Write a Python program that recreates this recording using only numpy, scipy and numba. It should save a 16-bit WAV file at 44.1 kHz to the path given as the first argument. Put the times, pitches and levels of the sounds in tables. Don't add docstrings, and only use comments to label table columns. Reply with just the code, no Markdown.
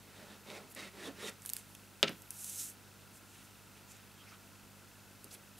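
import sys
import numpy as np
from scipy import signal
from scipy.fft import rfft, irfft, next_fast_len
from scipy.io import wavfile
from scipy.ndimage import uniform_filter1d
from numba import njit

SR = 44100
rng = np.random.default_rng(int(sys.argv[2]) if len(sys.argv) > 2 else 0)


def ratio(d):
    e = np.asarray(d, float) / 20
    return 10 ** e


def transcribe(u):
    v = np.clip(np.atleast_2d(u).T, -1, 1)
    q = np.round(v * 32767).astype(np.int16)
    wavfile.write(sys.argv[1], SR, q)


N = 246519
TIME = np.arange(N) / SR

# (multiple of mains, level [dB])
HUM_HARMONICS = [(1, -77), (2, -66.5), (3, -74.5), (4, -68.5), (5, -77.5), (6, -87)]
# (frequency [Hz], level per Hz [dB])
HISS_COLOUR = [(25, -17), (45, -9.5), (90, -1.5), (300, -2), (600, -7), (1000, -6.5), (1180, -10),
               (1350, -3), (1520, -6), (1800, -10), (3000, -11.5), (6000, -13.5), (12000, -15.5),
               (16000, -18)]
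# (frequency [Hz], side minus mid [dB])
HISS_WIDTH = [(40, 6), (200, -6.5), (1000, -11), (2000, -14.5), (3500, -16), (7000, -9.5), (15000, -18.5)]
# (frequency [Hz], time to fall 60 dB [s])
ECHO_TIMES = [(150, 0.3), (500, 0.17), (1500, 0.17), (3000, 0.068), (6000, 0.027), (14000, 0.089)]
# (time [s], blow [dB], contact [ms], left minus right [dB])
TABLE_BLOWS = [
    (2.029, -12.5, 0.09, 1.5),
    (2.093, -31.5, 0.65, -.5),
    (3.769, -45, 1.9, 0),
    (5.244, -34, 1.85, 2),
]
# (frequency [Hz], level [dB], time to fall 60 dB [s])
KNOCK_RING = [(156, -26, 0.2), (206, -25.5, 0.19), (250, -25, 0.13), (319, -29.5, 0.21), (410, -11, 0.059),
              (450, -25, 0.037), (624, -25, 0.08), (960, -22.5, 0.041), (557, -6.5, 0.027),
              (832, -24.5, 0.09), (1310, -11.5, 0.023), (1793, -17.5, 0.033), (2020, -24, 0.024),
              (2540, -23, 0.034), (2770, -29, 0.03), (3150, 12, 0.0038), (3780, 0.5, 0.0061),
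             (4650, 2, 0.0038), (5400, -7.5, 0.0056), (6500, 1, 0.0032), (3300, -30, .015),
             (4240, -33, 0.0092), (8400, -12, 0.0037), (10000, -11, 0.0049), (12000, -9, 0.0046),
             (14300, -8, 0.0034)]
# (time [s], peak [dB], centre [Hz], low share [dB], low centre [Hz])
CAP_SNAPS = [(1.4204, -41, 7800, -16, 1350), (1.4295, -46, 7570, -9, 1420),
             (1.4512, -33.5, 11000, -7, 1540), (1.4607, -23.5, 10200, -38, 4070),
             (1.4924, -26, 8930, -11, 4500), (1.4996, -19.5, 12500, -18.5, 2780),
             (1.5344, -17, 12100, -43, 3980), (1.5665, -21.5, 4430, -15, 2680),
             (1.7505, -35, 6500, -6, 3200)]
# (time [s], peak [dB], centre [Hz], low
# share [dB], low centre [Hz])
CARD_SNAPS = [(0.7493, -34, 10400, -30, 1770), (1.295, -34.5, 8500, -13, 1990),
              (2.0932, -35, 5270, 1, 1900), (2.22, -39, 12000, -30, 1510), (2.306, -26.5, 10300, -20, 3000),
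              (2.4435, -29, 9100, -30, 3690), (2.4962, -31.5, 8100, -29, 3610),
              (2.559, -33, 7100, -23, 3640), (3.918, -42, 6700, -10, 2590), (5.2435, -31, 10400, -17, 4760)]
# (frequency [Hz], width [Hz], level [dB])
SHEET_PEAKS = [(3760, 800, -7.5), (5750, 2000, -0.5), (7900, 4700, 2), (10300, 4300, 2.5),
               (13700, 7000, 3.5)]
# (start [s], peak [s], end [s], peak level [dB], centre [Hz])
BRUSHING = [(.69, .726, 0.73, -54, 10300), (1.39, 1.44, 1.45, -60, 10200), (1.44, 1.478, 1.504, -50, 10300),
            (1.5, 1.54, 1.6, -55, 9800), (1.54, 1.585, 1.644, -55, 8700), (1.6, 1.7, 1.96, -65, 10000),
            (2.08, 2.12, 2.8, -65.5, 11900), (2.23, 2.3, 1.6, -66, 10000), (3.09, 3.174, 3.2, -60.5, 8900),
            (3.24, 3.33, 3.6, -65, 8900), (3.42, 3.455, 3.47, -65, 8500), (3.5, 3.555, 3.5, -50, 7500),
            (3.75, 3.78, 3.81, -70, 8100), (3.87, 3.91, 3.94, -57, 7900), (3.92, 3.97, 3.97, -61.5, 7050),
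            (4.26, 4.306, 4.16, -56.5, 7000), (5.295, 5.316, 5.38, -61, 9600),
            (5.31, 5.349, 5.358, -52.5, 9100), (5.572, 5.584, 5.63, -59, 9800),
            (2.56, 2.6, 2.616, -48, 6740)]
# (start [s], peak [s], end [s], peak level [dB], centre [Hz])
FLEXING = [(1.065, 1.082, 1.15, -50.5, 330), (2.092, 2.096, 2.096, -51, 890),
           (2.092, 2.096, 2.155, -43.5, 150), (1.43, 1.475, 1.48, -61, 2500), (1.5, 1.55, 1.73, -63, 2490),
           (3.26, 3.33, 3.75, -67, 2300), (3.38, 3.46, 3.43, -63, 2300), (3.74, 3.78, 3.78, -60, 2000),
           (3.85, 3.91, 4.2, -65.5, 2200), (4.17, 4.44, 4.35, -56, 1900), (5.3, 5.314, 5.35, -56.5, 3820),
           (5.31, 5.35, 5.37, -57, 2410), (5.26, 5.33, 5.57, -64.5, 435), (5.572, 5.584, 6, -63, 2600)]
# (start [s], peak [s], end [s], peak level [dB], pitch [Hz])
CREAKING = [
    (4.3, 4.33, 4.39, -60, 1400),
    (4.27, 4.3, 4.335, -62, 4900),
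    (4.21, 4.232, 4.26, -62.5, 1300),
    (4.26, 4.277, 4.3, -63, 2200),
    (4.185, 4.205, 4.25, -62, 3000),
    (1.068, 1.082, 1.105, -46, 265),
    (1.1, 1.114, 1.13, -50, 255),
    (1.2, 1.25, 1.3, -51, 420),
]
# (time [s], hiss [dB])
LONG_SLIDE = [(2.311, -58), (2.4, -49.5), (2.49, -45.5), (2.54, -46.5), (2.57, -46.5), (2.605, -41),
              (2.656, -46.5), (2.7, -49.5), (2.746, -70)]
# (time [s], scrape [dB], weight on the table above the scrape [dB])
NOZZLE_STROKES = [
    [(0.03, -75, 0), (0.19, -61, 4), (0.24, -63.5, 6.5), (0.36, -62, 2), (0.4, -79, -3)],
    [(0.43, -76, 0), (0.474, -59, 5), (0.51, -54.5, 5), (0.56, -53, 4), (0.646, -69, 13), (0.7, -72, 5)],
    [(0.752, -79, 0), (0.764, -52.5, 0), (0.812, -48.5, -5), (0.876, -55.5, 2), (0.92, -76, -6)],
    [(0.93, -76, 6), (0.94, -64.5, 7), (0.994, -54.5, -2), (1.05, -52.5, 2), (1.08, -51.5, 5),
     (1.114, -64, 0), (1.15, -70, 5)],
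    [(1.16, -63, -1), (1.208, -49.5, -5.5), (1.254, -53, 4), (1.29, -45.5, -5), (1.31, -62.5, -3),
     (1.4, -80, 4)],
]
# (bottle wall landing [Hz], wall lifting [Hz], table unloaded [Hz])
STROKE_GRIPS = [(1980, 1630, 335), (2130, 2130, 332), (1850, 2100, 308), (2000, 1550, 343),
                (1800, 2100, 435)]
# (time [s], length [s], neck squeal [dB], fibre crunch [dB])
TIP_DIGS = [(0.18, .05, 11, 6), (0.313, 0.092, 11, 1), (0.493, .06, 11, 0), (0.793, 0.046, 6, 0),
            (1.054, .07, 13.5, 8), (1.256, 0.073, 17, 11.5)]
# (frequency [Hz], width [Hz], level [dB])
BOTTLE_PEAKS = [(1370, 230, -10.5), (2750, 480, 2.5), (3150, 340, -4), (4700, 1000, 0.5),
                (5720, 1300, -4.5)]
# (frequency [Hz], width [Hz], level [dB])
DRUM_PEAKS = [(196, 32, -1.5), (276, 91, -2.5), (396, 53, -7.5), (595, 84, -4), (910, 450, -1)]


def level(x, db=0):
    return x * ratio(db) / np.sqrt(np.mean(x ** 2))


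def colour(x, points):
    hz, db = np.transpose(points)
    size = next_fast_len(len(x))
    f = np.maximum(np.fft.rfftfreq(size, 1 / SR), 1)
    gain = ratio(np.interp(np.log(f), np.log(hz), db))
    return irfft(rfft(x, size) * gain, size)[:len(x)]


@njit
def svf(x, g, k):
    y, b, l = np.empty(len(x)), 0., 0.
    for i in range(len(x)):
        v = (b + g[i] * (x[i] - l)) / (1 + g[i] * (g[i] + k[i]))
        b, l, y[i] = 2 * v - b, l + 2 * g[i] * v, k[i] * v
    return y


def band(x, hz, width_hz):
    hz = np.clip(hz, 30, .44 * SR)
    return svf(x, np.tan(np.pi * hz / SR) + 0 * x, width_hz / hz + 0 * x)


def body(x, peaks):
    total = 0
    for k, (hz, width_hz, db) in enumerate(peaks):
        total = total + (-1) ** k * ratio(db) * band(x, hz, width_hz) / np.sqrt(width_hz)
    return level(total)


def walk(rate):
    hold = int(SR / rate)
    steps = np.repeat(rng.standard_normal(N // hold + 1), hold)
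    return level(uniform_filter1d(steps, hold)[:N])


def grit(spread_db, catch_db, catch_rate):
    size_db = spread_db * rng.exponential(size=N)
    pressure_db = catch_db * walk(catch_rate)
    return level(rng.standard_normal(N) * ratio(size_db + pressure_db))


def pan(x, db):
    return x * ratio(np.array([db + 0 * x, -db + 0 * x]) / 2)


def hum():
    mains_hz, dip_s = 49.99, .0098
    turn = 2 * np.pi * mains_hz * (TIME - dip_s)
    buzz = 0
    for k, db in HUM_HARMONICS:
        buzz = buzz - np.sqrt(2) * ratio(db + 0.54 * walk(3.1)) * np.cos(k * turn)
    return pan(buzz, -3 + 1 * walk(3.05))


def camera():
    mains_hz, hiss_db = 49.99, -58.5
    spark = 1 + 0.3 * ((TIME * 2 * mains_hz) % 1 < .08)
    mid = colour(rng.standard_normal(N) * spark, HISS_COLOUR)
    side = colour(colour(rng.standard_normal(N), HISS_COLOUR), HISS_WIDTH)
    hiss = level(mid + side * np.array([[1], [-1]]), hiss_db)
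    tick_start_s, tick_gap_s, tick_hz, tick_db = .0345, 1 / 25, 2640, -74.5
    kicks = np.zeros(N)
    at = (np.arange(tick_start_s, N / SR, tick_gap_s) * SR).astype(int)
    kicks[at] = ratio(0.65 * rng.standard_normal(len(at)))
    return hiss + level(band(band(kicks, tick_hz, 230), tick_hz, 230), tick_db)


def room(x):
    room_db, gap_s = -15, 0.0031
    t, tail = TIME[:SR // 2], 0
    hz, t60 = np.transpose(ECHO_TIMES)
    for f in 120 * 2 ** np.arange(0, 7, .5):
        mid, side = (band(rng.standard_normal(len(t)), f, f / 2) for _ in range(2))
        fade = ratio(-60 * t / np.interp(np.log(f), np.log(hz), t60))
        fade = fade * np.clip(t / gap_s - 1, 0, 1)
        spread = 0.22 * (500 / f) ** 0.11 * side * np.array([[1], [-1]])
        tail = tail + min(f / 450, 1) * fade * (mid + spread)
    tail = tail * ratio(room_db) / np.sqrt(np.sum(tail[0] ** 2))
    return signal.fftconvolve(x[None], tail, axes=1)[:, :N]


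def knocks():
    out, t = np.zeros((2, N)), TIME[:SR // 4]
    ring = 0
    for k, (hz, db, t60) in enumerate(KNOCK_RING):
        swell = 1 - np.exp(-t * hz / 0.73)
        ring = ring + (-1) ** k * ratio(db - 60 * t / t60) * swell * np.sin(2 * np.pi * hz * t)
    rattle = grit(3.3, catch_db=4.0, catch_rate=180)[:len(t)]
    rattle = rattle * ratio(-60 * t / 0.23) * (1 - np.exp(-t / 0.0021))
    ring = ring + ratio(-10) * band(band(rattle, 2700, 3100), 2700, 3100)
    for s, db, contact_ms, pan_db in TABLE_BLOWS:
        push = np.sin(np.pi * np.clip(t[:200] * 1000 / contact_ms, 0, 1))
        blow = ratio(db) * np.convolve(ring, push / push.sum())[:len(t)]
        i = int(s * SR)
        out[:, i:i + len(t)] += pan(blow, pan_db)
    return out


def clicks(table, pan_db, ring_s):
    out, t = np.zeros(N), TIME[:SR // 16]
    noises = rng.standard_normal((len(table), len(t)))
    for (s, db, hz, low_db, low_hz), noise in zip(table, noises):
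        t60 = ring_s * ratio(-0.15 * (db + 20))
        rattle = ratio(-60 * t / max(t60, .002)) + 0.043 * ratio(-60 * t / 0.071)
        snap = 4.9 * (t == 0) + noise * rattle
        high = band(band(snap, hz, 0.46 * hz), hz, 0.77 * hz)
        high = high + 0.8 * band(band(snap, 8500, 12500), 9200, 12500)
        low = band(band(snap, low_hz, 2000), low_hz, 2000)
        click = high / np.abs(high).max() + ratio(low_db) * low / np.abs(low).max()
        i = int(s * SR)
        out[i:i + len(t)] += ratio(db) * click
    return pan(out, pan_db)


def card():
    out = np.zeros(N)
    rub = body(grit(1.8, catch_db=0.5, catch_rate=60), SHEET_PEAKS)
    flex = grit(2.4, catch_db=-0.5, catch_rate=46)

    def hiss(span, hz):
        return level(band(band(rub[span], hz, 0.79 * hz), hz, 0.87 * hz))

    def sheet(span, hz):
        return level(band(band(flex[span], hz, 1.0 * hz), 1.24 * hz, 4200))

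    def creak(span, hz):
        return level(band(band(flex[span], hz, .25 * hz), hz, 0.45 * hz))

    fade_depth_db, roundness = 20, 1.4
    for table, voice in ((BRUSHING, hiss), (FLEXING, sheet), (CREAKING, creak)):
        for start, peak, end, db, hz in table:
            span = slice(int(start * SR), int(end * SR))
            away = np.interp(TIME[span], [start, peak, end], [1, 0, 1])
            out[span] += ratio(db - fade_depth_db * away ** roundness) * voice(span, hz)
    s, db = np.transpose(LONG_SLIDE)
    span = slice(int(s[0] * SR), int(s[-1] * SR))
    db = np.interp(TIME[span], s, db)
    centre_hz = 8900 - 56 * (db + 45.5)
    out[span] += ratio(db) * (hiss(span, centre_hz) + ratio(-15) * sheet(span, 3050))
    return pan(out, -1.9)


def nozzle():
    rows = []
    for stroke, (landing_hz, lifting_hz, unloaded_hz) in zip(NOZZLE_STROKES, STROKE_GRIPS):
        for s, db, weight_db in stroke:
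            grip_hz = np.interp(s, [stroke[0][0], stroke[-1][0]], [landing_hz, lifting_hz])
            rows.append((s, db, weight_db, grip_hz, unloaded_hz))
    s, *columns = np.transpose(rows)
    t = TIME[:int(s[-1] * SR)]
    scrape_db, drum_db, wall_hz, table_hz = (np.interp(t, s, c) for c in columns)
    drum_hz = table_hz - 7 * drum_db
    neck_db, crunch_db = -13.5, -12
    for at, length, squeal, crunch in TIP_DIGS:
        dig = np.exp(-(2 * (t - at) / length) ** 2)
        neck_db = neck_db + squeal * dig
        crunch_db = crunch_db + crunch * dig
    rub, thud = (grit(2.2, catch_db=1.0, catch_rate=rate)[:len(t)] for rate in (90, 40))
    scrape = level(band(rub, wall_hz, 230), -7.0)
    scrape = scrape + level(body(rub, BOTTLE_PEAKS), -2.2) + level(band(rub, 1900, 2300), -4)
    neck = level(band(band(rub, 3730, 420), 3280, 1050))
    drum = level(band(body(thud, DRUM_PEAKS), drum_hz, 540), -0.99)
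    drum = drum + level(band(band(thud, drum_hz, 128), drum_hz, 270), -4)
    fibres = level(band(band(rub, 7400, 9800), 6800, 8300))
    drag = scrape + ratio(drum_db) * drum + ratio(neck_db) * neck + ratio(crunch_db) * fibres
    out = np.zeros(N)
    out[:len(t)] = drag * ratio(scrape_db)
    return pan(out, -1.4)


def scene():
    cap = clicks(CAP_SNAPS, pan_db=-2.5, ring_s=0.0088)
    creases = clicks(CARD_SNAPS, pan_db=-1.5, ring_s=0.014)
    table = nozzle() + card() + cap + creases + knocks()
    heard = table + room(table.mean(axis=0))
    heard = heard + 0.13 * band(heard.mean(axis=0), 220, 220) * np.array([[-1], [1]])
    bass_cut = signal.butter(3, 140, "high", fs=SR, output="sos")
    return signal.sosfilt(bass_cut, heard) + hum() + camera()


def band_limit(x):
    return signal.sosfilt(signal.butter(12, 16810, fs=SR, output="sos"), x)


def record(dry):
    top_cut = signal.ellip(10, .3, 45, 15700, fs=SR, output="sos")
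    mix = signal.sosfilt(top_cut, dry)
    return band_limit(mix)


dry = scene()
out = record(dry)
transcribe(out)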